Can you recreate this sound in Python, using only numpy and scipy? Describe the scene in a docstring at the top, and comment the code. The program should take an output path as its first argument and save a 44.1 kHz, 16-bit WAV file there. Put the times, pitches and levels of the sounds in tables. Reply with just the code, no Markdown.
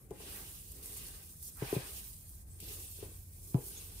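"""A dry, crisp rustle: a hand rakes and lifts coriander stalks and seeds in a plastic tub outdoors.
Thousands of tiny brittle impacts add up to this sound, which grows fuller as the fingers dig down to
the seeds. Now and then a stalk snaps, or slides on another and squeaks. The tub rocks and knocks on a
wooden deck, exciting the damped modes of tub and boards. A faint low rumble lies behind, joined
halfway by a distant drone."""
import sys
import numpy as np
from scipy import signal
from scipy.io import wavfile

SR = 44100
rng = np.random.default_rng(int(sys.argv[2]) if len(sys.argv) > 2 else 0)


def unload_audio(sound):
    """Save the sound as a 16-bit wav file, at the path given as the first command line argument."""
    columns = np.transpose(np.atleast_2d(sound))
    # keep every value between -1 and 1, then stretch to whole-number steps
    steps = np.round(np.clip(columns, -1, 1) * 32767)
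    wavfile.write(sys.argv[1], SR, steps.astype(np.int16))


N = 176400
TIME = np.arange(N) / SR

# spectrum of a crisp tick: (frequency [Hz], relative density [dB])
TICK_SPECTRUM = [(4000, -20), (6000, -11), (9500, 6), (15000, 3.5)]


def rustle():
    """Superposition of impacts: stalks crackle, seeds roll beneath them and scrape along the tub."""
    # envelopes of stalks, pushed seeds and scrape: (time [s], relative level [dB])
    stalk_levels = [(0.0, -60.5), (0.08, -72), (0.17, -62), (0.21, -55), (0.24, -57.5), (0.32, -51),
                    (0.7, -56.5), (0.72, -55), (0.73, -54.5), (0.81, -56.5), (0.85, -50), (0.96, -50),
                    (0.97, -48), (1.02, -52.5), (1.09, -50), (1.14, -54.5), (1.39, -59), (1.44, -48),
                    (1.46, -49.5), (1.48, -46.5), (1.51, -58), (1.74, -48), (1.82, -54.5), (1.99, -49),
                    (2.02, -50.5), (2.24, -59), (2.28, -56.5), (2.41, -60.5), (2.46, -68), (2.48, -62),
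                    (2.6, -62.5), (2.61, -54), (2.62, -54), (2.74, -48.5), (3.3, -61.5), (3.46, -55),
                    (3.49, -53), (3.59, -57.5), (3.68, -48.5), (3.72, -51), (3.94, -56), (4.0, -53)]
    seed_levels = [(0.0, -85), (0.09, -95), (0.11, -79), (0.13, -75), (0.22, -58), (0.33, -55.5),
                   (0.69, -68.5), (0.82, -67.5), (0.85, -63.5), (1.07, -57.5), (1.31, -71), (1.37, -91),
                   (1.48, -79), (1.5, -67), (1.57, -95), (1.6, -59), (1.74, -52.5), (1.76, -54),
                   (2.04, -61.5), (2.25, -80), (2.29, -82), (2.46, -93), (2.49, -81), (2.58, -83),
                   (2.61, -58), (2.72, -56), (2.94, -65.5), (3.04, -59.5), (3.07, -70), (3.21, -73.5),
                   (3.29, -88.5), (3.77, -58.5), (3.94, -64.5), (4.0, -58)]
    scrape_levels = [(0.0, -78.5), (0.09, -83), (0.11, -73.5), (0.18, -75), (0.21, -68), (0.38, -61.5),
                     (0.66, -81.5), (0.87, -69.5), (1.16, -68.5), (1.32, -82), (1.55, -80), (1.63, -52.5),
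                     (1.64, -55), (1.77, -56.5), (2.14, -81), (2.53, -84), (2.73, -67.5), (2.97, -81.5),
                     (3.03, -67.5), (3.2, -82), (3.52, -80), (3.55, -74), (3.58, -72.5), (4.0, -72.5)]
    # their spectra: (frequency [Hz], relative density [dB])
    stalk_spectrum = [(4000, -13.5), (6000, -7), (7500, -5), (9500, 2), (11000, 1), (12500, -3.5),
                      (14000, -2.5), (15500, -7)]
    seed_spectrum = [(1500, -50), (2100, -11), (2700, 1.5), (4000, 1.5), (5500, 0.5), (7000, -12.5),
                     (10000, 1.5)]
    scrape_spectrum = [(500, 4), (700, 5), (950, 2), (1300, 8), (1650, -0.5), (2000, 7), (2500, 4.5),
                       (3200, -7)]
    # place of the moving hand: (time [s], relative left-right difference [dB])
    hand_pan = [(0.0, -5), (0.1, 3), (0.18, -5.5), (1.45, -5), (1.54, -6), (2.38, -5), (2.54, -3),
                (2.64, -4.5), (4.0, -5)]
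    stalks = crackle(stalk_spectrum, per_s=3400, size_db=2.5, clump_db=0.5, patchy_db=1.18)
    seeds = crackle(seed_spectrum, per_s=2000, size_db=2, clump_db=-1, patchy_db=1.5)
    scrape = crackle(scrape_spectrum, per_s=2700, size_db=2, clump_db=1, patchy_db=2.17)
    stalks = from_db(in_time(stalk_levels)) * (from_db(3) * stalks + from_db(-12) * seed_ticks())
    seeds *= from_db(in_time(seed_levels) + 2)
    scrape *= from_db(in_time(scrape_levels) + 5.5)
    return (stalks + seeds) * panned(in_time(hand_pan) + 3) + scrape


def crackle(spectrum, per_s, size_db, clump_db, patchy_db):
    """Shot noise: each random contact is a sharp tick with a short tail between the tub's walls."""
    contacts = rng.random(N) < per_s / SR
    contact_db = size_db * np.minimum(rng.exponential(1, N), 5) + clump_db * drift(45)
    power = (contacts * from_db(contact_db + 2.5 * rng.standard_normal((2, N)))) ** 2  # at each ear
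    tick = energy_decay(power, t60=0.0012)
    tail = from_db(6.5) ** 2 * energy_decay(power, t60=0.12)
    grains = np.sqrt(tick + tail) * rng.standard_normal((2, 2, N))
    return rms_one(sum(gain * from_db(patchy_db * drift(12.7)) * signal.sosfilt(sos, grains[k % 2])
                       for k, (sos, gain) in enumerate(bands(spectrum))))


def seed_ticks(per_s=70):
    """A sparse Poisson process: loose seeds hit dry stalks and are heard as separate bright ticks."""
    hits = rng.random(N) < per_s / SR
    size = hits * from_db(3 * np.clip(rng.standard_normal((2, N)), -2, 2))
    return rms_one(np.sqrt(energy_decay(size ** 2, t60=0.0044)) * noise(TICK_SPECTRUM, side_db=0))


def wall_reflections(direct, wander_s=0.00008):
    """Comb filtering: echoes reach each ear by paths that change slowly as the hand moves."""
    # echoes off the tub's walls: (delay [s], level relative to the direct sound [dB])
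    paths = [(.0011, -11.5), (.0023, -13), (.0037, -14), (.0058, -11)]
    echoes = np.zeros_like(direct)
    for ear in range(2):
        for delay, db in paths:
            lag = delay * rng.uniform(0.85, 1.15) + wander_s * drift(0.63)
            echoes[ear] += from_db(db) * np.interp(TIME - lag, TIME, direct[ear])
    return (direct + echoes) / np.sqrt(1 + sum(from_db(db) ** 2 for _, db in paths))


def wall_rub():
    """Forced vibration: friction drives a hollow resonance of the tub's walls."""
    # envelope of the rubbing: (time [s], relative level [dB])
    levels = [(0, -68), (.15, -63.5), (.25, -57.5), (.45, -62.5), (.6, -76), (.8, -61.5), (1.1, -64.5),
              (1.35, -76.5), (1.6, -73), (1.9, -61), (2.15, -87), (2.55, -73), (2.65, -60), (2.8, -62.5),
              (2.92, -75), (3.08, -57.5), (3.25, -87), (3.45, -67.5), (3.7, -62.5), (4, -66.5)]
    # friction noise: (frequency [Hz], relative density [dB])
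    spectrum = [(170, -4), (280, -3), (360, 0), (450, -5.5), (570, -17), (800, -18)]
    hollow = rms_one(ring(rng.standard_normal(N), hz=420, t60=0.028)) * panned(db=3.5)
    friction = noise(spectrum, side_db=-9)
    return from_db(in_time(levels)) * (from_db(-6.5) * hollow + from_db(-2) * friction)


def sharp_ticks(t60=0.032):
    """Broadband transients: the click of the first knock, then snapping stalks; thick ones crunch."""
    # sharp, crisp ticks: (time [s], crisp level [dB], crunch level [dB])
    ticks = [(0.107, -57, -57), (0.718, -41.5, -63), (0.833, -53, -60), (0.858, -41, -60),
             (0.971, -49, -59), (1.427, -40.5, -76), (1.492, -48, -62), (1.570, -47, -76),
             (2.293, -47, -69), (2.602, -41.5, -50.5), (3.163, -52.5, -66), (3.497, -52, -75)]
    # the crunch: (frequency [Hz], relative density [dB])
    crunch_spectrum = [(1400, -10), (2800, 0), (4500, -4), (7000, 3)]
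    times, crisp_db, crunch_db = np.transpose(ticks)
    crisp = decays(times, crisp_db, t60) * noise(TICK_SPECTRUM, side_db=-1.5)
    return crisp + decays(times, crunch_db, t60) * noise(crunch_spectrum, side_db=0)


def squeaks(bandwidth_hz=140):
    """Frictional excitation: a stalk sliding on another rings roughly in one narrow resonance."""
    # slides: (midpoint [s], duration [s], frequency [Hz], level [dB])
    slides = [(1.487, .025, 5820, -59), (1.581, .04, 1300, -61.5), (2.52, .04, 8060, -60),
              (2.555, 0.046, 8740, -62), (3.779, 0.042, 6600, -52.5), (3.78, .04, 3500, -59),
              (3.812, .05, 2700, -61)]
    out, radius = 0, np.exp(-np.pi * bandwidth_hz / SR)
    for middle, duration, hz, db in slides:
        feedback = [1, -2 * radius * np.cos(2 * np.pi * hz / SR), radius ** 2]
        tone = signal.lfilter([1, 0, -1], feedback, rng.standard_normal((2, N)))
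        envelope = np.exp(-np.minimum((2 * (TIME - middle) / duration) ** 2, 20))
        out += from_db(db) * envelope * rms_one(tone)
    return out


def knocks(swell_cycles=3.32):
    """Modal response to impact: each knock cracks, rings tub and boards and leaves a dull rattle."""
    # tub on deck: (time [s], relative level [dB], board boom [dB], tub floor [dB], tub walls [dB],
    # clack [dB], contact cutoff [Hz])
    blows = [(0.109, -35, -6, -39, -1.5, -5.5, 1100), (0.202, -52, -14, -14, 0, 6, 1500),
             (1.621, -29, 1, -3.5, -5, -10, 2200), (1.7270, -24.5, -11, -4, -2.5, -8.5, 2200),
             (1.7634, -35.5, 11.5, -5, 3, -12, 1800), (2.625, -48.5, 3, 3.5, -9.5, -16, 900),
             (2.987, -55, -12, -5, 1, -15, 900), (3.0269, -39, -4.5, -35, 0, -4, 900),
             (3.5444, -23.5, 6.5, 5.5, -16, -9, 1800)]
    # modes of tub and boards: (frequency [Hz], relative level [dB], T60 [s])
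    modes = [(131.4, 2, 0.096), (154, 0, 0.066), (208, -10, 0.047), (266, -10, 0.039), (299, -5, 0.06),
             (394, -0.5, 0.06), (422.6, 0, 0.066), (487, -25, 0.2), (540, -14, 0.14), (647, -20, 0.2),
             (719, -11.5, 0.092), (837, -15.5, 0.21), (1021, -16.5, 0.18), (1177, -20, 0.15),
             (1350, -35, .05)]
    # borders between boom, floor, walls and clack: (frequency [Hz])
    part_edges = [190, 340, 600]
    # rattle and hard first contact: (frequency [Hz], relative density [dB])
    rattle_spectrum = [(100, -6), (200, -7), (400, 4), (600, -10.5), (1000, -12), (1500, -38), (2500, -39)]
    crack_spectrum = [(450, -2), (700, 4.5), (1000, -1), (1500, -17), (2500, -38)]
    times, db, *parts_db, contact_hz = np.transpose(blows)
    body = 0
    for k, (hz, mode_db, t60) in enumerate(modes):
        part = np.searchsorted(part_edges, hz)
        strength = from_db(db + mode_db + parts_db[part] + rng.normal(0, 0.89, len(times)))
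        strength /= np.hypot(1, (hz / contact_hz) ** 2)
        impulses = np.bincount((times * SR).astype(int), strength, N)
        polarity = (-1, 1, -1, (-1) ** k)[part]
        # a mode builds up as the blow spreads through the tub
        mode = ring(impulses, hz, t60) - ring(impulses, hz, swell_cycles / hz)
        body += polarity * mode * panned(db=4.5 if part > 1 else 1.7)
    rattle = decays(times, db - 15, t60=0.25) * noise(rattle_spectrum, side_db=-5)
    crack = decays(times, db + parts_db[-1] - 9.5, t60=0.036) * noise(crack_spectrum, side_db=5)
    dull = signal.sosfilt(signal.butter(2, 1170, fs=SR, output="sos"), body + rattle)
    return signal.sosfilt(signal.butter(2, 90, "high", fs=SR, output="sos"), dull) + crack


def background(drone_start_s=2.06, drone_rise_s=0.13):
    """Ambient noise: a low rumble and a far drone under slow amplitude and frequency modulation."""
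    # outdoor air: (frequency [Hz], relative density [dB])
    air_spectrum = [(22, -30), (38, 2), (60, 6.5), (90, -1), (130, -4), (200, -12.5), (400, -26.5),
                    (800, -34), (2000, -53), (8000, -53)]
    # partials of the drone: (frequency [Hz], level [dB])
    partials = [(38.5, -64), (90, -60)]
    drone = 0
    for hz, db in partials:
        amplitude = np.sqrt(2) * from_db(db + 3.4 * drift(0.67))
        pitch_hz = hz * (1 + 0.0184 * drift(2.5))
        drone += amplitude * np.sin(2 * np.pi * np.cumsum(pitch_hz) / SR)
    onset = np.clip((TIME - drone_start_s) / drone_rise_s, 0, 1)
    return from_db(-54.5) * noise(air_spectrum, side_db=-14) + onset * drone


def ring(force, hz, t60):
    """Damped oscillator: a unit impulse starts a decaying sine of amplitude 1."""
    radius, angle = from_db(-60 / (t60 * SR)), 2 * np.pi * hz / SR
    return signal.lfilter([0, np.sin(angle)], [1, -2 * radius * np.cos(angle), radius ** 2], force + 1e-18)


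def decays(times, levels_db, t60):
    """Exponential damping: an envelope that jumps at each time and dies away."""
    return sum(from_db(db - 60 * np.abs(TIME - start) / t60) * (TIME >= start)
               for start, db in zip(times, levels_db))


def energy_decay(power, t60):
    """Conservation of energy: each impulse is spread over an exponential decay."""
    retained = from_db(-60 / (t60 * SR)) ** 2
    return signal.lfilter([1 - retained], [1, -retained], power + 1e-18)


def noise(spectrum, side_db):
    """Spectral shaping: stereo noise of unit rms, with neighbouring bands drawn independently."""
    mid, side = rng.standard_normal((2, 2, 1, N))
    white = mid + from_db(side_db) * side * [[1], [-1]]
    return rms_one(sum(gain * signal.sosfilt(sos, white[k % 2])
                       for k, (sos, gain) in enumerate(bands(spectrum))))


def bands(spectrum):
    """Constant-Q filter bank: third-octave filters across a spectrum, each with its stereo gain."""
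    # lean of each band to one side: (frequency [Hz], left-right difference [dB])
    balance = [(60, 0.5), (92, -1.5), (140, 1.5), (210, -0.5), (330, 0), (500, 9.5), (770, -5), (1170, -1),
               (1790, -0.5), (2740, 4.5), (4190, 0), (6410, -0.5), (9810, 5.5), (15000, -11)]
    edges = 20 * 2 ** (np.arange(30) / 3)
    for low, high in zip(edges, edges[1:]):
        if high > spectrum[0][0] and low < spectrum[-1][0]:
            hz = np.sqrt(low * high)
            gain = from_db(at_hz(spectrum, hz)) * panned(at_hz(balance, hz))
            yield signal.butter(2, [low, high], "band", fs=SR, output="sos"), gain


def drift(corner_hz):
    """Random fluctuation: low-passed noise of unit rms."""
    hop, settle = 40, 2000
    pole = np.exp(-2 * np.pi * corner_hz * hop / SR)
    white = rng.standard_normal(N // hop + settle + 2)
    slow = signal.lfilter([1], [1, -2 * pole, pole ** 2], white)[settle:]
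    return np.interp(np.arange(N) / hop, np.arange(len(slow)), rms_one(slow))


def panned(db):
    """Interaural level difference as left and right gains."""
    return from_db(np.array([[0.5], [-0.5]]) * db)


def at_hz(spectrum, hz):
    """Interpolation on a log-frequency axis."""
    frequencies, db = np.transpose(spectrum)
    return np.interp(np.log(hz), np.log(frequencies), db)


def in_time(rows):
    """Linear interpolation of a curve at every sample."""
    return np.interp(TIME, *np.transpose(rows))


def from_db(db):
    """Decibels to amplitude ratio."""
    return 10 ** (np.asarray(db) / 20)


def rms_one(x):
    """Normalisation to unit rms."""
    return x / np.sqrt(np.mean(x ** 2) + 1e-20)


def scene():
    """Linear superposition: the tub close by, the open air behind."""
    return wall_reflections(rustle()) + wall_rub() + sharp_ticks() + squeaks() + knocks() + background()


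def record(dry):
    """Band limiting: a steep low-pass cuts the top of the treble."""
    return signal.sosfilt(signal.ellip(12, 0.1, 70, 15600, fs=SR, output="sos"), dry)


dry = scene()
out = record(dry)
unload_audio(out)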